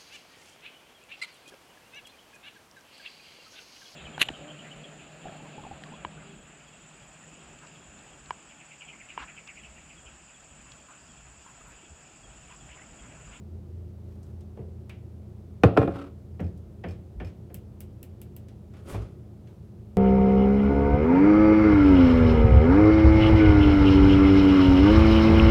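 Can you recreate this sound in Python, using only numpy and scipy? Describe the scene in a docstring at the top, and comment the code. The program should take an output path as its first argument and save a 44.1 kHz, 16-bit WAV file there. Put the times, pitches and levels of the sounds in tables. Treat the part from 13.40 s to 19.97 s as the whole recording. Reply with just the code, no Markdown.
"""A low, fluttering appliance hum is heard first, in a kitchen, from a phone that stands on a counter.
After some light handling, two hard knocks shake the counter and something slides briefly on it.
Steps cross the floor and jog a loose metal piece, a run of sharp ticks close by speeds up,
and a fridge door peels off its seal with a thump.
Blows are noise bursts and decaying modes, rubbing is many tiny noise grains, and the hum is wavering tones."""
import sys
import numpy as np
from scipy import signal
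from scipy.fft import rfft, irfft
from scipy.io import wavfile
from scipy.ndimage import uniform_filter1d

SR = 44100
rng = np.random.default_rng(int(sys.argv[2]) if len(sys.argv) > 2 else 0)


def digitize_waveform(pressure):
    """Quantize a signal to 16-bit integers and store it at the path in sys.argv[1].

    Rows of a 2-D input are taken as channels; values are limited to [-1, 1].
    """
    field = np.atleast_2d(pressure).T
    bounded = np.clip(field, -1, 1)
    quanta = np.round(bounded * 32767).astype(np.int16)
    wavfile.write(sys.argv[1], SR, quanta)


N = 289737
TIME = np.arange(N) / SR  # s from the start of the scene
AGE = np.arange(2 ** 15) / SR  # s since a blow
BAND_HZ = np.geomspace(50, 17000, 22)  # centres of the noise bands


def amp(db):
    """Turns dB into a linear gain."""
    return 10 ** (np.asarray(db) / 20)


def evened(x):
    """Scales to an rms of one."""
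    return x / np.sqrt(np.mean(abs(x) ** 2, axis=-1, keepdims=True) + 1e-20)


def read(points, hz):
    """Reads a table on a log-frequency axis."""
    f, value = np.transpose(points)
    return np.interp(np.log(hz + 1), np.log(f + 1), value)


def add(mix, start_s, sound):
    """Mixes a sound in at a time."""
    part = mix[round(start_s * SR):][:len(sound)]
    part += sound[:len(part)]


def coloured(x, colour):
    """Causal, minimum-phase filter with the given gain over frequency."""
    hz = abs(np.fft.fftfreq(8192, 1 / SR))
    log_gain = np.log(amp(read(colour, hz)))
    taps = np.fft.ifft(np.exp(np.conj(signal.hilbert(log_gain)))).real
    return signal.oaconvolve(x, taps[:len(taps) // 2])[:N]


def tilted(tilt):
    """Band levels that lean bright or dull about 1 kHz, in dB per octave."""
    return tilt * np.log2(BAND_HZ / 1000)


def level(strokes, rise_db_per_s, fall_db_per_s):
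    """Gain over time for strokes that each swell, hold and die away."""
    gain = np.zeros(N)
    for start, length, db in strokes:
        before = np.maximum(start - TIME, 0)
        after = np.maximum(TIME - start - length, 0)
        gain += amp(db - rise_db_per_s * before - fall_db_per_s * after)
    return gain


def friction(gain, colour, per_s, spread_db, grain_s):
    """Many tiny slips of uneven size, each a short puff of noise."""
    sizes = amp(spread_db * np.minimum(rng.exponential(1, N), 4))
    slips = sizes * (rng.random(N) < per_s / SR)
    power = signal.lfilter([1], [1, -np.exp(-1 / (grain_s * SR))], slips ** 2)
    white = rfft(rng.standard_normal(N))
    pink = irfft(white / np.sqrt(np.fft.rfftfreq(N, 1 / SR) + BAND_HZ[0]), N)
    return gain * evened(coloured(pink * np.sqrt(power), colour))


def band_noise():
    """One row of steady noise for each band, overlapping its neighbours."""
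    hz = np.fft.rfftfreq(len(AGE), 1 / SR)
    bands = np.arange(len(BAND_HZ))
    place = np.interp(np.log(hz + 1), np.log(BAND_HZ + 1), bands, left=-1)
    share = np.maximum(1 - abs(place - bands[:, None]), 0)
    random_phase = np.exp(2j * np.pi * rng.random(share.shape))
    z = np.fft.ifft(np.sqrt(share) * random_phase, len(AGE))
    return evened((z / np.sqrt(abs(z) + 1e-12)).real)  # flattens the envelope


# How long the kitchen rings. Each row: frequency in Hz, t60 in seconds.
ROOM = [(80, 0.6), (300, 0.54), (1000, 0.26), (3000, 0.34), (8000, 0.18), (16000, 0.11)]


def burst(band_db, rise, fall, room_db, lag):
    """Dense vibration after a blow, then the room's tail. Rise and fall (s) hold at 1 kHz; bass is slower."""
    hz = BAND_HZ[:, None]
    slow = (1000 / hz) ** lag
    direct = np.exp(-AGE / (fall * slow))
    tail = amp(room_db - 60 * AGE / read(ROOM, hz)) * np.sqrt(slow)
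    swell = 1 - np.exp(-(AGE / (rise * slow)) ** 2)
    envelope = amp(band_db)[:, None] * swell * np.hypot(direct, tail)
    return (envelope * band_noise()).sum(0)


def boom(hz, swell, sharpness, room_db):
    """A low panel mode that swells (s), dies and lingers in the room."""
    u = AGE / swell
    body = (u * np.exp(1 - u)) ** sharpness
    tail = amp(room_db - 60 * AGE / read(ROOM, hz)) * np.minimum(u, 1)
    return (body + tail) * np.sin(2 * np.pi * hz * AGE)


def ring(modes, build_cycles):
    """Dying modes of alternating sign, each building up over its first cycles."""
    out = np.zeros(len(AGE))
    for k, (hz, db, t60) in enumerate(modes):
        build = 1 - np.exp(-AGE * hz / build_cycles)
        decay = amp(db - 60 * AGE / t60)
        out += (-1) ** k * decay * build * np.sin(2 * np.pi * hz * AGE)
    return out


def bending_wave(cycles, rise, length):
    """A flexing panel carries treble faster than bass, so a blow arrives as a falling sweep."""
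    shape = (1 - np.exp(-(AGE / rise) ** 2)) * np.exp(-(AGE / length) ** 2)
    return shape * np.sin(2 * np.pi * cycles * np.log((AGE + 1 / SR) / length))


def tone(hz, wander_hz):
    """A tone of rms one whose pitch wavers."""
    drift = evened(uniform_filter1d(rng.standard_normal(N), int(SR / (2 * wander_hz + 2))))
    turns = rng.random() + np.cumsum(hz + wander_hz * drift) / SR
    return np.sqrt(2) * np.sin(2 * np.pi * turns)


# The strongest hum tone flutters and slowly fades.
DRONE_HZ, DRONE_DB, DRONE_FADE_DB_PER_S = 83.4, -43, 1.3
FLUTTER_DB, FLUTTER_S = 2, .07  # rms depth, smoothing time
# Appliance hum and a faint high whine. Each row: frequency in Hz, rms level in dB, rms wander in Hz.
HUM = [(55.8, -58.5, 1.1), (85.2, -64.5, 6.6), (109.1, -54.5, 3), (114.6, -53, 3), (208.5, -55, .8),
       (355.6, -65, 6), (413, -71.5, 2), (15200, -98.5, 120)]
# Colour of the moving air. 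Each row: frequency in Hz, relative density in dB per Hz.
AIR = [(76, -40), (130, -9), (183, -4), (215, -4.5), (233, -15.5), (263, -8), (303, -11.5), (349, -5),
       (444, -14.5), (577, -17.5), (1140, -32.5), (1290, -32), (1610, -38), (14800, -50.5), (16000, -53)]


def hum():
    """Motor tones over moving air and a low rumble."""
    hz = np.fft.rfftfreq(N, 1 / SR)
    air = evened(irfft(rfft(rng.standard_normal(N)) * amp(read(AIR, hz)), N))
    low_band = signal.butter(4, [58, 170], "band", fs=SR, output="sos")
    rumble = evened(signal.sosfilt(low_band, rng.standard_normal(N)))
    flutter = evened(uniform_filter1d(rng.standard_normal(N), int(FLUTTER_S * SR)))
    drone_db = DRONE_DB - DRONE_FADE_DB_PER_S * TIME + FLUTTER_DB * flutter
    drone = amp(drone_db) * tone(DRONE_HZ, wander_hz=0.85)
    tones = sum(amp(db) * tone(f, wander) for f, db, wander in HUM)
    return amp(-53) * air + amp(-50.5) * rumble + drone + tones


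# Faint rustles of handling. Each row: start in seconds, length in seconds, level in dB.
RUSTLES = [(.69, 0.043, -68), (.85, 0.032, -68.5), (6.085, .02, -67)]
RUSTLE_RISE_DB_PER_S, RUSTLE_FALL_DB_PER_S = 400, 159
# Their colour. Each row: frequency in Hz, relative gain in dB.
RUSTLE_COLOUR = [(300, -8), (900, -2), (2500, -11), (6000, -10), (15000, -12)]


def rustles():
    """Soft, brief rubbing, made of tiny slips, as things are handled."""
    gain = level(RUSTLES, RUSTLE_RISE_DB_PER_S, RUSTLE_FALL_DB_PER_S)
    return friction(gain, RUSTLE_COLOUR, per_s=300, spread_db=1.5, grain_s=.004)


# Small clicks around the kitchen. Each row: start in seconds, level in dB, centre in Hz, width in octaves.
CLICKS = [(.83, -65.5, 7000, 0.53), (1.007, -68.5, 6030, 0.93), (1.4944, -63.5, 8000, 3.3),
          (1.496, -50.5, 2440, 0.37), (3.003, -66, 8900, 1.8), (3.176, -71, 11000, 1.2),
          (5.085, -66.5, 5450, 1.8), (5.338, -66, 1590, 1.3), (6.073, -70, 2810, 1.2)]


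def small_clicks():
    """Light clicks around the kitchen, each a burst about one centre frequency."""
    out = np.zeros(N)
    for s, db, hz, octaves in CLICKS:
        colour = 20 * np.log10(1 / (1 + (np.log2(BAND_HZ / hz) / octaves) ** 2))
        add(out, s, amp(db) * burst(colour, rise=0.00025, fall=0.032, room_db=-3.0, lag=0.85))
    return out


# Dull bumps of cabinets and the fridge door.
# Each row: start in seconds, level in dB before the panel's colour, brightness in dB per octave.
BUMPS = [(1.171, -41, 0.5), (1.189, -42.5, -0.5), (5.517, -54, -5), (5.5433, -29, 3.5)]
# The panels' colour. Each row: frequency in Hz, gain in dB.
PANEL_COLOUR = [(60, -7.5), (150, 2), (280, -10), (400, 2.5), (600, -5.5), (900, -10), (1400, -21),
                (2600, -23.5), (5000, -38), (15000, -42)]


def bumps():
    """Large, light panels answer a push with a dull, roomy sound."""
    out = np.zeros(N)
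    for s, db, tilt in BUMPS:
        add(out, s, amp(db) * burst(tilted(tilt), rise=0.0029, fall=0.0062, room_db=-9.5, lag=0.37))
    return coloured(out, PANEL_COLOUR)


# Blows on the counter under the phone. Each row: start in seconds, crack in dB before its colour,
# drive of the ringing modes in dB, drive of the deep thump in dB.
KNOCKS = [(2.2353, -13, -18, -9), (2.366, -30, -38.5, -43), (2.3736, -17, -18, -18.5),
          (2.415, -30.5, -27.5, -31), (2.429, -31, -42, -38), (2.476, -32.5, -32.5, -33)]
# A harder blow is brighter, by this many dB per octave for each dB.
NEUTRAL_BLOW_DB, BRIGHTER_PER_DB = -15.5, 0.1787
# The counter's modes. Each row: frequency in Hz, relative level in dB, t60 in seconds.
COUNTER_MODES = [(142.5, -7, 0.27), (177.8, -3, .45), (281.7, 2.5, 0.2), (344.3, -6.5, .36),
                 (427, -2.5, 0.13), (453, -0.5, .27), (556, -14.5, 0.6), (676, -12.5, 0.07),
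                 (685, -10.5, 0.35), (757, -11, .28), (804, -14.5, .22), (1067, -13, 0.17),
                 (1085, -20, 0.12), (1235, -17, .13), (1322, -14, .12), (1396, -18, 0.22),
                 (1575, -28.5, .22), (1703, -15, 0.11), (1880, -26, 0.24), (2070, -29, .2),
                 (2190, -31.5, 0.15), (2440, -21, 0.17), (2800, -33, .2), (3500, -28, .09)]
# Colour of the crack. Each row: frequency in Hz, gain in dB.
CRACK_COLOUR = [(50, -30), (100, -17), (200, -7), (400, 2), (760, 3), (920, -7), (1350, 1.5), (1620, -8.5),
                (2100, -13), (2550, -6), (3000, -12), (4300, -16), (7000, -30), (15000, -32)]
# The object skids as it lands, then is pushed into place.
# Each row: start in seconds, length in seconds, level in dB before the mix.
SLIDES = [(2.415, 0.016, -44.5), (2.555, 0.082, -42.5)]
SLIDE_RISE_DB_PER_S, SLIDE_FALL_DB_PER_S = 168.5, 292
# Colour of the slide. 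Each row: frequency in Hz, relative gain in dB.
SCRAPE_COLOUR = [(100, -19), (300, 5), (480, -1.5), (900, -4.5), (1380, 5), (1650, -9), (2600, -7.5),
                 (5000, -17.5), (6700, -23), (8000, -20.5), (11000, -24.5), (16000, -31.5)]


def counter():
    """Knocks crack, bend and ring the counter; a short slide rubs the same modes."""
    cracks, body = np.zeros(N), np.zeros(N)
    modes = ring(COUNTER_MODES, build_cycles=1.2)
    for s, crack_db, ring_db, thump_db in KNOCKS:
        tilt = BRIGHTER_PER_DB * (crack_db - NEUTRAL_BLOW_DB)
        crack = burst(tilted(tilt), rise=0.00057, fall=0.0071, room_db=-20.5, lag=0.68)
        airborne_snap = burst(tilted(-1.6), rise=.002, fall=0.016, room_db=-8.5, lag=.1)
        add(cracks, s, amp(crack_db) * crack)
        add(body, s + .003, amp(crack_db - 38.5) * airborne_snap)
        add(body, s, amp(ring_db) * modes)
        add(body, s, amp(thump_db - 0.5) * bending_wave(cycles=2.8, rise=0.0096, length=.02))
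        add(body, s, amp(thump_db) * boom(hz=108.1, swell=0.022, sharpness=15, room_db=-12.5))
        add(body, s, amp(thump_db - 6.5) * boom(hz=79.5, swell=0.026, sharpness=5.7, room_db=-12.5))
    gain = level(SLIDES, SLIDE_RISE_DB_PER_S, SLIDE_FALL_DB_PER_S)
    slide = friction(gain, SCRAPE_COLOUR, per_s=300, spread_db=-1.5, grain_s=0.005)
    ringing = signal.oaconvolve(slide, modes / np.linalg.norm(modes))[:N]
    return coloured(cracks, CRACK_COLOUR) + body + amp(-0.5) * slide + amp(-17.5) * ringing


# Footfalls across the floor. Each row: start in seconds, heel in dB before its colour,
# brightness in dB per octave, floor boom in dB.
STEPS = [(2.994, -41.5, -0.6, -25.5), (3.437, -39, 2.25, -29), (3.799, -42, 3.04, -33),
         (4.099, -57, 0, -47)]
# Colour of the heel. Each row: frequency in Hz, gain in dB.
HEEL_COLOUR = [(60, -7), (130, -2.5), (180, 3), (240, 1), (460, 3), (720, 0), (1000, -9.5), (1400, -8),
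               (1800, -5), (2150, -8), (3150, -11), (3700, -23), (5300, -27), (7000, -41), (15000, -48)]


def footsteps():
    """The heel's treble comes first; the slow bending of the floor follows."""
    heels, floor = np.zeros(N), np.zeros(N)
    for s, heel_db, tilt, floor_db in STEPS:
        heel = burst(tilted(tilt), rise=0.0034, fall=0.017, room_db=-7.5, lag=0.59)
        add(heels, s, amp(heel_db) * heel)
        add(floor, s, amp(floor_db) * boom(hz=88.2, swell=0.067, sharpness=7.2, room_db=-29))
        add(floor, s, amp(floor_db - 8.0) * boom(hz=176.0, swell=0.024, sharpness=7.3, room_db=2.5))
    return coloured(heels, HEEL_COLOUR) + floor


# Each footfall jogs a loose metal piece, which jingles and bounces once.
RATTLE_DELAY_S, RATTLE_DB = 0.048, -25  # after the heel, and relative to its treble
BOUNCE_S, BOUNCE_DB = .0235, -2  # after the first touch, and relative to it
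# The piece's modes. Each row: frequency in Hz, relative level in dB, t60 in seconds.
METAL_MODES = [(2444, 8, 0.06), (4450, -2.5, 0.065), (5170, 3.5, 0.038), (5360, -7, 0.13),
               (6100, -10, 0.097), (7650, -10, .1), (7900, -20, .12), (10900, -23, 0.045)]


def rattles():
    """A sharper footfall jogs the loose piece harder; each touch is a tiny click and a short, high ring."""
    out = np.zeros(N)
    treble_octaves = np.log2(METAL_MODES[2][0] / 1000)
    for s, heel_db, tilt, _ in STEPS:
        touch_s = s + RATTLE_DELAY_S
        jog_db = heel_db + tilt * treble_octaves + RATTLE_DB
        for start, db in [(touch_s, jog_db), (touch_s + BOUNCE_S, jog_db + BOUNCE_DB)]:
            click = burst(tilted(-1.1), rise=0.00091, fall=0.0073, room_db=4.0, lag=0.45)
            add(out, start, amp(db) * ring(METAL_MODES, build_cycles=0.83))
            add(out, start, amp(db - 10.5) * click)
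    return out


# Soft, deep thuds of the floor and the fridge.
# Each row: start in seconds, frequency in Hz, level in dB, swell in seconds.
THUDS = [(3.748, 56.3, -32, 0.044), (5.535, 106, -26.5, 0.036), (5.546, 59, -32, 0.042)]


def thuds():
    """Weight shifts the floor, and the fridge cabinet rocks as its door comes free."""
    out = np.zeros(N)
    for s, hz, db, swell in THUDS:
        add(out, s, amp(db) * boom(hz, swell, sharpness=1.5, room_db=-46))
    return out


# A run of sharp ticks close by, each one sooner and weaker than the last.
TICK_START_S, TICK_GAP_S, TICK_HURRY_S = 4.1438, .2615, .0375  # first tick, first gap, cut per gap
TICK_DB, TICK_FADE_DB = -35.5, 1.7  # first tick before its colour, drop per tick
# Colour of the ticks. Each row: frequency in Hz, gain in dB.
TICK_COLOUR = [(500, -24), (1200, -30.5), (2900, -14), (3700, -20.5), (6700, -16.5), (7900, -7.5),
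               (9500, -13.5), (11000, -3), (12300, -8), (13600, 1), (14800, 0), (16000, -7)]


def ticks(count):
    """Very short, bright ticks close by, speeding up as they weaken."""
    out, s = np.zeros(N), TICK_START_S
    for k in range(count):
        db = TICK_DB - k * TICK_FADE_DB
        vibration = burst(tilted(0), rise=0.00096, fall=0.0042, room_db=-22, lag=0.33)
        nearby_surfaces = burst(tilted(-3.5), rise=0.00082, fall=0.024, room_db=-7.5, lag=0.16)
        add(out, s + .0004, amp(db + 20.5) * np.ones(1))  # the snap itself
        add(out, s, amp(db) * vibration)
        add(out, s + 0.0045, amp(db - 6.0) * nearby_surfaces)
        s += TICK_GAP_S - k * TICK_HURRY_S
    return coloured(out, TICK_COLOUR)


# The door seal stretches, then tears free. Each row: start in seconds, length in seconds, level in dB.
PULLS = [(5.352, 0.024, -57), (5.487, 0.068, -41.5)]
PULL_RISE_DB_PER_S, PULL_FALL_DB_PER_S = 400, 175
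# Colour of the seal. Each row: frequency in Hz, relative gain in dB.
SEAL_COLOUR = [(100, 3.5), (250, 7.5), (600, 7.5), (850, 0), (1250, 5), (1700, -5), (2400, -1),
               (4000, -5.5), (7000, -7), (11000, -9.5), (16000, -32)]
# A brief, bright fizz as the seal parts. Each row: start in seconds, length in seconds, level in dB.
FIZZ = [(5.504, .007, -53)]
FIZZ_RISE_DB_PER_S, FIZZ_FALL_DB_PER_S = 383, 238
# Colour of the fizz. Each row: frequency in Hz, relative gain in dB.
FIZZ_COLOUR = [(4000, -13), (10000, 2), (16000, -7)]


def fridge_door():
    """The rubber seal peels with a fine crackle, which the walls return a little later, and a fizz."""
    pull = level(PULLS, PULL_RISE_DB_PER_S, PULL_FALL_DB_PER_S)
    peel = friction(pull, SEAL_COLOUR, per_s=810, spread_db=5.5, grain_s=0.0056)
    parting = level(FIZZ, FIZZ_RISE_DB_PER_S, FIZZ_FALL_DB_PER_S)
    fizz = friction(parting, FIZZ_COLOUR, per_s=800, spread_db=3, grain_s=0.0024)
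    walls = burst(10 * np.log10(BAND_HZ), rise=0.0027, fall=0.015, room_db=7, lag=0.086)
    reflected = signal.oaconvolve(peel, walls / np.linalg.norm(walls))[:N]
    return peel + fizz + amp(-3.5) * reflected


def scene():
    """Sums every source into one channel."""
    background = hum() + rustles() + small_clicks()
    impacts = bumps() + counter() + footsteps() + rattles() + thuds() + ticks(count=5)
    return (background + impacts + fridge_door())[None]


def record(dry):
    """The phone's microphone: the loudest peaks are rounded off, then the treble ends at 16.5 kHz."""
    rounded = dry / (1 + dry ** 6) ** (1 / 6)
    lowpass = signal.firwin(401, 16500, window=("kaiser", 9), fs=SR)
    return signal.oaconvolve(rounded, lowpass[None], "same")


dry = scene()
out = record(dry)
digitize_waveform(out)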